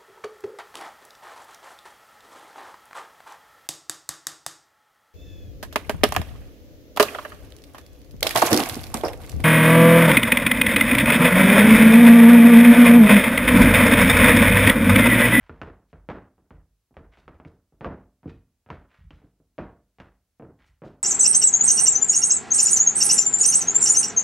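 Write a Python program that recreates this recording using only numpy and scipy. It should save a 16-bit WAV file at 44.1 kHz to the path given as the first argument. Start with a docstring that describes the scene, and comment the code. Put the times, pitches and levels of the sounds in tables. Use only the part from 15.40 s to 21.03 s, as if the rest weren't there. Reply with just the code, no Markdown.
"""Dance steps on a wooden platform

A couple dances on a hollow platform in a studio, heard by one microphone.
Each heel or sole is a filtered pulse with clatter that rings decaying board modes; body weight booms the lowest.
Scuffs are gritty noise that swells and falls; shaped decaying noise gives the room's echoes.
Steady rumble, hiss and a thin high whistle lie underneath."""
import sys
import numpy as np
from scipy import signal
from scipy.fft import rfft, irfft
from scipy.io import wavfile

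SR = 44100
rng = np.random.default_rng(int(sys.argv[2]) if len(sys.argv) > 2 else 0)


def store_pcm(level_fs):
    """Save levels as 16-bit WAV."""
    pcm = np.round(np.clip(level_fs, -1, 1) * 32767).astype(np.int16)
    wavfile.write(sys.argv[1], SR, np.atleast_2d(pcm).T)


N = 248238
SIZE = 32768  # samples given to one contact
AGE_S = np.arange(SIZE) / SR  # time since a contact
FREQ_HZ = np.arange(SIZE // 2 + 1) * SR / SIZE
SPOTS = 6  # places whose room echoes differ


def undb(db):
    """Decibels to gain."""
    return 10 ** (np.asarray(db) / 20)


def fade(t_s, t60_s):
    """Exponential decay by 60 dB in t60_s."""
    return np.exp(-np.log(1000) * t_s / t60_s)


def colour(points):
    """Causal (minimum-phase) frequency response through (Hz, dB) points, by folding the cepstrum."""
    hz, db = np.transpose(points)
    curve_db = np.interp(np.log(FREQ_HZ + 1), np.log(hz), db)
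    cepstrum = irfft(np.log(undb(curve_db)))
    cepstrum[1:SIZE // 2] *= 2
    cepstrum[SIZE // 2 + 1:] = 0
    return np.exp(rfft(cepstrum))


def soft(hz):
    """Spectrum of a rounded push: the softer the contact, the lower the corner."""
    lag = 1 + 1j * (FREQ_HZ / hz)
    return 1 / (lag * lag)


def band(hz, width):
    """Response of one resonance; width is relative to its frequency."""
    s = 1j * FREQ_HZ / hz
    return s * width / (1 + s * width + s * s)


def burst(spectrum, db):
    """Scale a spectrum to the energy of 10 ms at this level."""
    energy = 2 * np.vdot(spectrum, spectrum).real / SIZE
    return spectrum * undb(db) / np.sqrt(energy / (SR / 100))


def add(track, s, sound):
    """Mix a sound into the track from time s on."""
    start = int(s * SR)
    lo, hi = max(start, 0), min(start + len(sound), N)
    track[lo:hi] += sound[lo - start:hi - start]


def steady(points, db):
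    """Even noise of a given colour and RMS level."""
    white = rng.standard_normal(N + SIZE - 1)
    noise = signal.fftconvolve(white, irfft(colour(points)), "valid")
    return noise * undb(db) / noise.std()


def rumble(level_db=-79):
    """Faint room rumble: steady noise, strongest in the bass."""
    # Each row: frequency in Hz, relative spectral level in dB.
    rumble_colour = [(20, -36.5), (35, -11), (55, 3), (90, -6.5), (200, -15), (500, -21.5), (1200, -26.5),
                     (3000, -29.5), (6000, -31), (8000, -35), (15000, -36)]
    return steady(rumble_colour, level_db)


def hiss(level_db=-84):
    """Broad steady noise of one channel."""
    # Each row: frequency in Hz, relative spectral level in dB.
    hiss_colour = [(20, 7.5), (300, 1), (2000, -8), (6000, -2), (12000, -2), (15500, -8)]
    return steady(hiss_colour, level_db)


def whistle(hz=15734, rms_db=-102):
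    """A monitor's thin line whistle: one steady sine."""
    return undb(rms_db) * np.sqrt(2) * np.sin(2 * np.pi * hz * np.arange(N) / SR)


def room_tails(hold_s=0.052, build_s=0.0044, uneven_db=2.5, clump_s=0.004):
    """Spectra of the room's echoes from a few spots: clumped, level at first, then dying, the treble soonest."""
    # Each row: frequency in Hz, decay time t60 in seconds.
    room_t60 = [(60, 0.41), (250, 0.37), (1000, 0.33), (3000, 0.3), (9000, 0.19)]
    hz, t60_s = np.transpose(room_t60)
    knots = rng.standard_normal((SPOTS, 512))
    clumps = np.array([np.interp(AGE_S / clump_s, np.arange(len(row)), row) for row in knots])
    noise = rfft(rng.standard_normal((SPOTS, SIZE)) * undb(uneven_db * clumps))
    late_s = np.hypot(AGE_S, hold_s) - hold_s
    # crossfading bands, one for each decay time
    shares = [np.interp(np.log(FREQ_HZ + 1), np.log(hz), row) for row in np.eye(len(hz))]
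    tails = sum(irfft(noise * share) * fade(late_s, t) for share, t in zip(shares, t60_s))
    return rfft(tails * (1 - np.exp(-AGE_S / build_s)))


def scuffs(tails, grain_db=5, width=1.0, catch_db=3, catch_s=0.0044, bite_s=0.011, room_db=-5):
    """Leather drags over the grain: dense tiny slips that catch and let go, swell and fall, and their echoes."""
    # Each row: peak time in seconds, fall (Gaussian sigma) in seconds, level in dB, centre in Hz.
    scuff_rows = [(.02, 0.13, -65.5, 2100), (0.498, 0.018, -78.5, 4100), (1.738, 0.032, -62, 2290),
                  (1.789, 0.016, -68, 4200), (2.08, 0.0054, -74.5, 4740), (2.894, 0.014, -56, 2480),
                  (3.505, 0.082, -65, 2260), (3.72, .07, -72.5, 2980), (5.206, 0.052, -64, 2260),
                  (5.277, 0.012, -73.5, 6600), (5.462, 0.018, -63.5, 4300)]
    track, lead_s = np.zeros(N), 0.2
    for s, fall_s, db, hz in scuff_rows:
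        catches = np.interp(AGE_S / catch_s, np.arange(512), rng.standard_normal(512))
        grains = np.minimum(rng.exponential(size=SIZE), 5)
        slips = rng.standard_normal(SIZE) * undb(grain_db * grains + catch_db * catches)
        rub = irfft(rfft(slips) * band(hz, width) * soft(0.63 * hz))
        sigma_s = np.where(AGE_S < lead_s, bite_s, fall_s)
        swell = np.exp(-((AGE_S - lead_s) / sigma_s) ** 2 / 2)
        rub = rub / rub.std() * swell * undb(db)
        echoes = irfft(rfft(rub) * tails[rng.integers(SPOTS)])
        echoes *= undb(room_db) * rub.std() / echoes.std()
        add(track, s - lead_s, rub + echoes)
    return track


def board_rings():
    """Spectrum of each mode of the platform: a decaying sine."""
    # Each row: frequency in Hz, relative level in dB, decay time t60 in seconds.
    boards = [(46, -9, 0.47), (51.3, -9.5, 0.64), (67.5, -4.5, 0.46), (84.65, 2, 0.34),
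              (107.5, -12.5, 0.78), (131.6, 4, 0.28), (155.8, 4.5, 0.4), (189.1, 1.5, 0.48),
              (218, -5, 0.48), (261, -1.5, 0.5), (300.5, -0.5, 0.32), (332.2, 2.5, 0.24), (408, -1, 0.27),
              (453.3, 4.5, 0.32), (509, 6.5, 0.092), (580, -6, 0.25), (593, -5.5, 0.45), (645, 3.5, 0.21),
              (698, -12, 0.53), (737, 0.5, 0.23), (890, -19.5, 0.41), (904, 0, 0.13), (940, -13.5, 0.21),
              (1230, -11.5, .2), (1284, 1.5, 0.14), (1397, -20, .22), (1636, -7, .2)]
    return rfft([undb(db) * np.sin(2 * np.pi * hz * AGE_S) * fade(AGE_S, t60_s) for hz, db, t60_s in boards])


def board_modes(rings, spread_db=2):
    """Spectrum of the platform struck at one spot: each spot has its own mix of modes."""
    signs = rng.choice([-1, 1], len(rings))
    gains = undb(spread_db * rng.standard_normal(len(rings)))
    return (signs * gains) @ rings


def load(hz):
    """Body weight comes down slowly, so mainly the lowest modes boom."""
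    return soft(hz) * soft(2 * hz)


def shifts(rings, roll_hz=60):
    """Weight rolls onto a foot without a knock and the platform booms softly."""
    # Each row: start in seconds, thud level in dB.
    shift_rows = [(.005, -49.5), (1.14, -42), (1.647, -46.5), (1.844, -49), (1.944, -45.5), (3.585, -43),
                  (3.636, -41), (3.75, -48.5), (5.193, -56), (5.288, -52.5)]
    track, roll = np.zeros(N), load(roll_hz)
    for s, thud_db in shift_rows:
        add(track, s, irfft(burst(roll * board_modes(rings), thud_db)))
    return track


def knocks(count, rattle=0.065, rattle_t60_s=0.06, echo=0.5, echo_s=0.0067, echo_hz=700):
    """Spectra of the dry contacts: a pulse, a brief clatter of shoe and plank, and a dull near reflection."""
    age_s = AGE_S[:SIZE // 8]
    envelope = fade(age_s, rattle_t60_s) * (1 - fade(age_s, rattle_t60_s / 10))
    clatter = rattle * rng.standard_normal((count, len(age_s))) * envelope
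    reflection = echo * soft(echo_hz) * np.exp(-2j * np.pi * FREQ_HZ * echo_s)
    return rfft(clatter, SIZE) - 1 - reflection


def blows(rows, rings, walls, ring_db, room_db, heel_low_hz=140, weight_hz=75):
    """Blows knock, ring boards, fill the room and load the platform; ring and room dB are relative to the knock."""
    # Each row: frequency in Hz, relative level of the dry knock in dB.
    knock_colour = [(30, -32.5), (80, -2), (160, 6.5), (350, -1.5), (700, -2.5), (1400, -3.5), (2800, -3.5),
                    (4000, -12.5), (6500, -15.5), (9000, -25), (15000, -19)]
    track, weight = np.zeros(N), load(weight_hz)
    # a brief blow hardly moves the whole platform
    brief = (1j * FREQ_HZ / heel_low_hz) ** 2 * soft(heel_low_hz)
    contacts = colour(knock_colour) * knocks(count=len(rows))
    for (s, db, contact_hz, note_hz, thud_db), knock in zip(rows, contacts):
        # leather gives way, so a soft contact carries hardly any treble
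        push = soft(contact_hz) / (1 + 1j * FREQ_HZ / (4 * contact_hz))
        boards = board_modes(rings)
        # shoe and plank favour one quickly damped note
        note = 1 + 1.8 * band(note_hz, 0.16)
        dry_knock = burst(push * note * knock, db)
        ring = burst(push * brief * boards, db + ring_db)
        echoes = burst(push * walls[rng.integers(SPOTS)], db + room_db)
        boom = burst(weight * boards, thud_db)
        add(track, s, irfft(dry_knock + ring + echoes + boom))
    return track


def alike(rows, note_hz, thud_db):
    """Blows of one kind share a note; their weight thud is thud_db relative to the knock."""
    return [(s, db, contact_hz, note_hz, db + thud_db) for s, db, contact_hz in rows]


def footwork(rings, tails):
    """Steps click and thud, stamps ring the boards, flat soles knock low, taps are faint knocks with a low thud."""
    # Room echo colour. 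Each row: frequency in Hz, relative level in dB.
    room_colour = [(30, -25.5), (80, 5.5), (160, -1), (300, 4), (520, 0), (900, 0), (1700, -1),
                   (2700, -8.5), (4000, -13), (7000, -18.5), (15000, -20)]
    # A heel lands and takes the weight. Each row: start in seconds, knock level in dB,
    # contact corner in Hz (high = hard), note of shoe and plank in Hz, weight thud level in dB.
    step_rows = [(.0953, -39, 1240, 1380, -38.5), (.216, -33.5, 2350, 1440, -34.5),
                 (.530, -46.5, 1470, 620, -40), (1.107, -49.5, 1800, 1270, -45.5),
                 (1.5684, -42, 1510, 460, -39), (1.8798, -43, 1700, 1220, -43.5),
                 (2.0002, -47, 1100, 1000, -60), (2.0499, -48, 1690, 2200, -50.5),
                 (2.4457, -31.5, 1650, 1210, -35.5), (3.303, -35.5, 2330, 960, -37.5),
                 (3.7067, -51, 3340, 2900, -43), (4.6015, -43, 2970, 310, -46)]
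    # The other kinds. Each row: start in seconds, knock level in dB, contact corner in Hz.
    stamp_rows = [(.278, -45, 1030), (.6889, -32.5, 1410), (.7009, -35, 1820), (2.4094, -38, 1600),
                  (2.457, -29.5, 850), (4.1811, -40.5, 2120), (4.1873, -31.5, 1026), (4.9976, -44.5, 742),
                  (5.0232, -41, 645), (5.4197, -43, 1000), (5.437, -41, 850)]  # heel dug in, weight on the other leg
    sole_rows = [(1.1114, -48, 804), (1.598, -53, 590), (2.056, -42, 343), (2.8581, -33, 300),
                 (2.879, -41, 290), (3.710, -55, 800), (3.838, -52.5, 320), (4.001, -58, 435),
                 (5.4591, -45, 520)]  # flat of a sole comes down softly
    tap_rows = [(.9808, -61.5, 940), (1.509, -61.5, 452), (1.5427, -65, 3000), (1.773, -57.5, 3800),
                (1.944, -64.5, 3050), (2.3238, -60.5, 555), (2.8316, -53, 1200), (3.2625, -57.5, 1840),
                (3.289, -51.5, 1410), (3.818, -61, 1090), (4.5855, -53.5, 3220)]  # shoe grazes the floor on its way
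    walls = colour(room_colour) * tails
    steps = blows(step_rows, rings, walls, ring_db=-5.5, room_db=-3)
    stamps = blows(alike(stamp_rows, note_hz=513, thud_db=-7.5), rings, walls, ring_db=-0.5, room_db=0.5)
    soles = blows(alike(sole_rows, note_hz=295.4, thud_db=-4), rings, walls, ring_db=-3.0, room_db=-5.5)
    taps = blows(alike(tap_rows, note_hz=800, thud_db=6), rings, walls, ring_db=-3.5, room_db=2)
    return steps + stamps + soles + taps


def scene(balance_db=-0.6):
    """Dance, rumble and whistle near the middle, first channel softer by 0.6 dB; separate hiss in each channel."""
    tails, rings = room_tails(), board_rings()
    dance = scuffs(tails) + shifts(rings) + footwork(rings, tails)
    middle = dance + rumble() + whistle()
    return np.array([middle * undb(side * balance_db / 2) + hiss() for side in (1, -1)])


def record(dry, low_hz=36, top_hz=15800):
    """The recorder cuts the deepest bass and the top."""
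    dry = signal.sosfilt(signal.butter(6, low_hz, "high", fs=SR, output="sos"), dry)
    # 0.2 dB ripple, 70 dB stopband
    return signal.sosfilt(signal.ellip(10, 0.2, 70, top_hz, fs=SR, output="sos"), dry)


dry = scene()
out = record(dry)
store_pcm(out)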